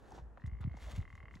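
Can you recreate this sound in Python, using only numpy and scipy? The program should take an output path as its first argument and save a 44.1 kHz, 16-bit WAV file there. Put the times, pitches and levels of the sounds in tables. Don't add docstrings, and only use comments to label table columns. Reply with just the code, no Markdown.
import sys
import numpy as np
from scipy import signal
from scipy.fft import rfft, irfft
from scipy.io import wavfile

SR = 44100
rng = np.random.default_rng(int(sys.argv[2]) if len(sys.argv) > 2 else 0)


def unload_wav(signal):
    wavfile.write(
        sys.argv[1],
        SR,
        np.round(np.clip(np.atleast_2d(signal).T, -1, 1) * 32767).astype(np.int16),
    )


N = 61739


def undb(db):
    return 10 ** (np.asarray(db) / 20)


def curve(rows, at):
    return np.interp(at, *np.array(rows).T)


def clock():
    return np.arange(N) / SR


def colour(x, points):
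    hz, db = np.array(points).T
    f = np.maximum(np.fft.rfftfreq(N, 1 / SR), 1)
    return irfft(rfft(x) * undb(np.interp(np.log(f), np.log(hz), db)), N)


def unit(x):
    return x / np.std(x)


def stereo(mid, side):
    return np.array([mid + side, mid - side])


def wide_noise(tone, side_db):
    mid, side = (unit(colour(rng.standard_normal(N), tone)) for _ in range(2))
    return stereo(mid, undb(side_db) * side)


def burst(start, rise_s, decay_s):
    age = np.maximum(clock() - start, 0)
    return np.minimum(age / rise_s, 1) * np.exp(-np.maximum(age - rise_s, 0) / decay_s)


def open_air(level_db=-70):
    # (frequency [Hz], level [dB])
    tone = [(100, 5.5), (300, -3.5), (600, -13), (1100, -8), (1800, -26), (2500, -21.5), (4000, -34),
            (7500, -33.5), (9000, -39), (12000, -39.5), (15000, -62)]
    return undb(level_db) * wide_noise(tone, side_db=-4.5)


def wind_buffets(rise_s=0.0038, sink_s=0.018, rest_hz=53.5, side_db=-10.5):
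    # (time [s], peak level [dB], starting pitch [Hz], decay [s])
    puffs = [(0.192, -45.5, 166, 0.008), (0.221, -42, 76.4, 0.06), (0.44, -33, 153.4, 0.026),
             (0.473, -34, 101.6, 0.021), (0.523, -35.5, 73.7, 0.036), (0.544, -45.5, 151, 0.018),
             (0.605, -35, 123, 0.035), (0.647, -29, 152.4, 0.021), (0.672, -28.5, 171, 0.012),
             (.71, -38, 88, 0.05), (0.743, -48, 278, 0.031), (0.819, -42.5, 70.7, 0.092),
             (0.929, -47, 171, 0.053), (.978, -30.5, 129.6, 0.015), (.989, -31.5, 144.7, .014),
             (1.009, -34.5, 60, 0.0088), (1.135, -43, 131.6, 0.014), (1.185, -50.5, 92, 0.018),
             (1.235, -44.5, 113, 0.006), (1.345, -47, 141, 0.0068), (1.357, -44, 233, 0.0072)]
    t, thumps = clock(), np.zeros(N)
    for start, db, hz, decay_s in puffs:
        age = np.maximum(t - start, 0)
        cycles = rest_hz * age + (hz - rest_hz) * sink_s * (1 - np.exp(-age / sink_s))
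        thumps -= undb(db) * burst(start, rise_s, decay_s) * np.sin(2 * np.pi * cycles)
    shifted = np.imag(signal.hilbert(thumps))
    return stereo(thumps, undb(side_db) * shifted)


def wind_rumble():
    # (time [s], level [dB])
    strength = [(0, -60), (.2, -59), (.4, -61.5), (.5, -53.5), (.75, -62.5), (.93, -48.5), (1.08, -56.5),
                (1.4, -54.5)]
    # (frequency [Hz], level [dB])
    tone = [(20, -30), (38, 1), (60, 6), (90, -4.5), (150, -11), (300, -26), (800, -72)]
    return wide_noise(tone, side_db=-7) * undb(curve(strength, clock()))


def fibres(grain_db=3.5):
    # (frequency [Hz], level [dB])
    tone = [(300, 4.5), (900, 10.5), (2000, 5.5), (3800, 3.5), (5000, -2.5), (7000, -1), (8500, -9.5),
            (11500, -10.5), (13500, -24), (15500, -15)]
    sizes = undb(grain_db * np.minimum(rng.exponential(size=N), 2 * np.pi))
    return unit(colour(rng.standard_normal(N) * sizes, tone))


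def crackle(unrelated_share=0.14):
    # (frequency [Hz], side level [dB])
    width = [(500, -7), (2000, -28), (3500, -4), (5500, -29), (7500, -12), (9500, -1.5), (14000, 2)]
    mid = fibres()
    shifted = np.imag(signal.hilbert(mid))
    side = np.sqrt(1 - unrelated_share) * shifted + np.sqrt(unrelated_share) * fibres()
    return stereo(mid, colour(side, width))


def jacket():
    # (time [s], level [dB])
    sliding = [(0, -76), (.09, -72.5), (.125, -70), (.18, -69.5), (.225, -87), (.3, -100), (.72, -86),
               (.8, -67), (.835, -58), (.885, -64.5), (.915, -55), (.94, -65), (.965, -58), (1.0, -68),
               (1.06, -81.5), (1.17, -76.5), (1.28, -93), (1.355, -70), (1.4, -79.5)]
    # (time [s], level [dB])
    rubbing = [(0, -66), (.06, -60.5), (.1, -62.5), (.15, -55.5), (.19, -60.5), (.22, -65.5), (.35, -68.5),
               (.58, -70), (.625, -65.5), (.67, -69.5), (.85, -65.5), (.97, -62), (1.08, -78), (1.22, -65),
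               (1.4, -73.5)]
    # (frequency [Hz], level [dB])
    rub_tone = [(80, -14), (200, 0), (400, -1.5), (800, -5), (1200, -13), (1800, -12), (2400, -38),
                (6000, -52)]
    rustle = crackle() * undb(curve(sliding, clock()))
    rub = wide_noise(rub_tone, side_db=-6) * undb(curve(rubbing, clock()))
    return rustle + rub


def flicks(width_share=0.47, rise_share=0.6):
    # (time [s], level [dB], decay [s], centre pitch [Hz])
    events = [(0.106, -61, 0.001, 7000), (0.1202, -62, 0.0013, 6200), (0.133, -67.5, 0.031, 5300),
              (0.1853, -66.5, 0.002, 3100), (0.37, -77.5, 0.0074, 3200), (0.397, -81, 0.022, 4300),
              (.462, -63, 0.0019, 5000), (0.464, -65, 0.0019, 9400), (.468, -69, 0.0058, 7000),
              (0.606, -71.5, 0.023, 3840), (.605, -73, .009, 10000), (0.631, -78, 0.00065, 4500),
              (0.639, -74, 0.0013, 3900), (0.648, -69, 0.00072, 4500), (0.719, -66, 0.00064, 3700),
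              (0.766, -67.5, 0.0088, 6000), (1.0223, -58, 0.0012, 3000), (1.152, -66, 0.0027, 6160),
              (1.334, -74, 0.0011, 7500), (1.353, -56, 0.0015, 4600)]
    out, grains = np.zeros((2, N)), crackle()
    for start, db, decay_s, hz in events:
        band = signal.lfilter(*signal.iirpeak(hz, 1 / width_share, fs=SR), grains)
        band /= np.std(band.mean(axis=0))
        out += band * undb(db) * burst(start, rise_share * decay_s, decay_s)
    return out


def scuffs(side_db=-8, tap_db=19, top_hz=3800):
    # (time [s], level [dB], centre pitch [Hz], decay [s], band width [share of the pitch])
    events = [(.1105, -50.5, 760, 0.0019, 0.3), (0.1196, -46.5, 834, 0.003, 0.29),
              (0.179, -46.5, 670, 0.0036, 0.59), (0.1852, -52, 850, 0.0081, 0.61),
              (0.373, -48.5, 1190, 0.0014, 0.59), (0.374, -50, 603, 0.0035, 0.61),
              (0.3785, -53, 970, 0.0016, 0.61), (0.611, -57.5, 1140, 0.0063, 0.69),
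              (0.624, -56, 1250, 0.0026, 0.23), (0.6324, -50, 1040, 0.00087, 0.77),
              (0.64, -47.5, 880, 0.0011, 2), (0.74, -51.5, 560, 0.0034, 1.2),
              (.772, -48.5, 714, 0.0023, 0.67), (0.868, -57.5, 670, 0.026, 0.4),
              (0.883, -55, 574, 0.016, 0.56), (0.932, -55, 1290, 0.00041, 0.94),
              (1.013, -62.5, 410, 0.039, 1.3)]
    out = np.zeros((2, N))
    for start, db, hz, decay_s, width in events:
        shape = burst(start, rise_s=0.0008, decay_s=decay_s)
        push = shape * rng.standard_normal((2, N))
        push[0, np.argmax(shape)] += undb(tap_db)
        band = signal.iirpeak(hz, 1 / width, fs=SR)
        scrape = signal.lfilter(*band, signal.lfilter(*band, push + 1e-18))
        scrape = signal.lfilter(*signal.butter(2, top_hz, fs=SR), scrape)
        mid, side = scrape * np.linalg.norm(shape) / np.linalg.norm(scrape, axis=1, keepdims=True)
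        out += undb(db) * stereo(mid, undb(side_db) * side)
    return out


def ground_echo(voice, echo_db=-15, fade_s=0.13, side_db=-25.5):
    scatter = rng.standard_normal((2, N)) * burst(0.003, rise_s=0.0083, decay_s=fade_s / np.log(1000))
    mid, side = (undb(echo_db) * signal.fftconvolve(voice, s / np.linalg.norm(s))[:N] for s in scatter)
    return stereo(voice + mid, undb(side_db) * side)


def throat_click(start, effort_db, flat_share=0.065, rise_s=0.0028, scatter_db=0.7, jitter=0.007):
    # (time [s], pitch [factor])
    tension = [(.40, 0.9), (.45, 0.98), (.53, 1.03), (.75, 1.027), (1.05, 1.01), (1.3, 1.016),
               (1.345, 0.996), (1.37, 0.95)]
    # (pitch [Hz], level [dB], time to fall 60 dB [s])
    tones = [(1115, -10, 0.023), (1610, -16, 0.002), (1760, -26, 0.0031), (2109, -3.5, 0.021),
             (2540, -26.5, 0.038), (2820, -23.5, 0.047), (3125, -24.5, 0.04), (4750, -14, 0.0033)]
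    # (effort [dB], treble limit [Hz])
    brightness = [(-55, 2840), (-47, 3080)]
    age = np.arange(SR // 25) / SR
    bend = curve(tension, start) * (1 - flat_share * np.exp(-age / rise_s))
    angle = 2 * np.pi * np.cumsum(bend) / SR
    ring = 0
    for k, (hz, db, fade_s) in enumerate(tones):
        level_chance, pitch_chance = rng.standard_normal(2)
        direction = 1 if k < 2 else -1
        size = direction * undb(db + scatter_db * level_chance)
        fade = np.exp(-np.log(1000) * age / fade_s)
        ring += size * fade * np.sin(hz * (1 + jitter * pitch_chance) * angle)
    return signal.lfilter(*signal.butter(4, curve(brightness, effort_db), fs=SR), ring)


def ptarmigan(scatter_db=0.6):
    # (time [s], rate [clicks per second])
    rattle = [(.3983, 47.02), (.49, 54.64), (.79, 55.48), (.83, 51.17), (.895, 51.17), (.915, 38.45),
              (.99, 40.17), (1.2, 39.75), (1.4, 30.94)]
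    # (time [s], level [dB])
    effort = [(.40, -54), (.445, -46), (.5, -53.5), (.6, -53.5), (.72, -51), (.81, -50), (.97, -50.5),
              (1.06, -45.5), (1.33, -44.5), (1.375, -48)]
    t, voice = clock(), np.zeros(N)
    count = np.cumsum(curve(rattle, t) * (t >= rattle[0][0])) / SR
    onsets = np.searchsorted(count, np.arange(int(count[-1]) + 1), side="right")
    for first, chance in zip(onsets, rng.standard_normal(len(onsets))):
        effort_db = curve(effort, t[first])
        click = throat_click(t[first], effort_db)[:N - first]
        voice[first:first + len(click)] += click * undb(effort_db + scatter_db * chance)
    return voice


def scene():
    croak = ground_echo(ptarmigan())
    return croak + wind_buffets() + wind_rumble() + jacket() + flicks() + scuffs() + open_air()


def record(dry):
    top_hz = 15750
    return signal.sosfilt(signal.ellip(10, 0.2, 70, top_hz, fs=SR, output="sos"), dry)


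dry = scene()
out = record(dry)
unload_wav(out)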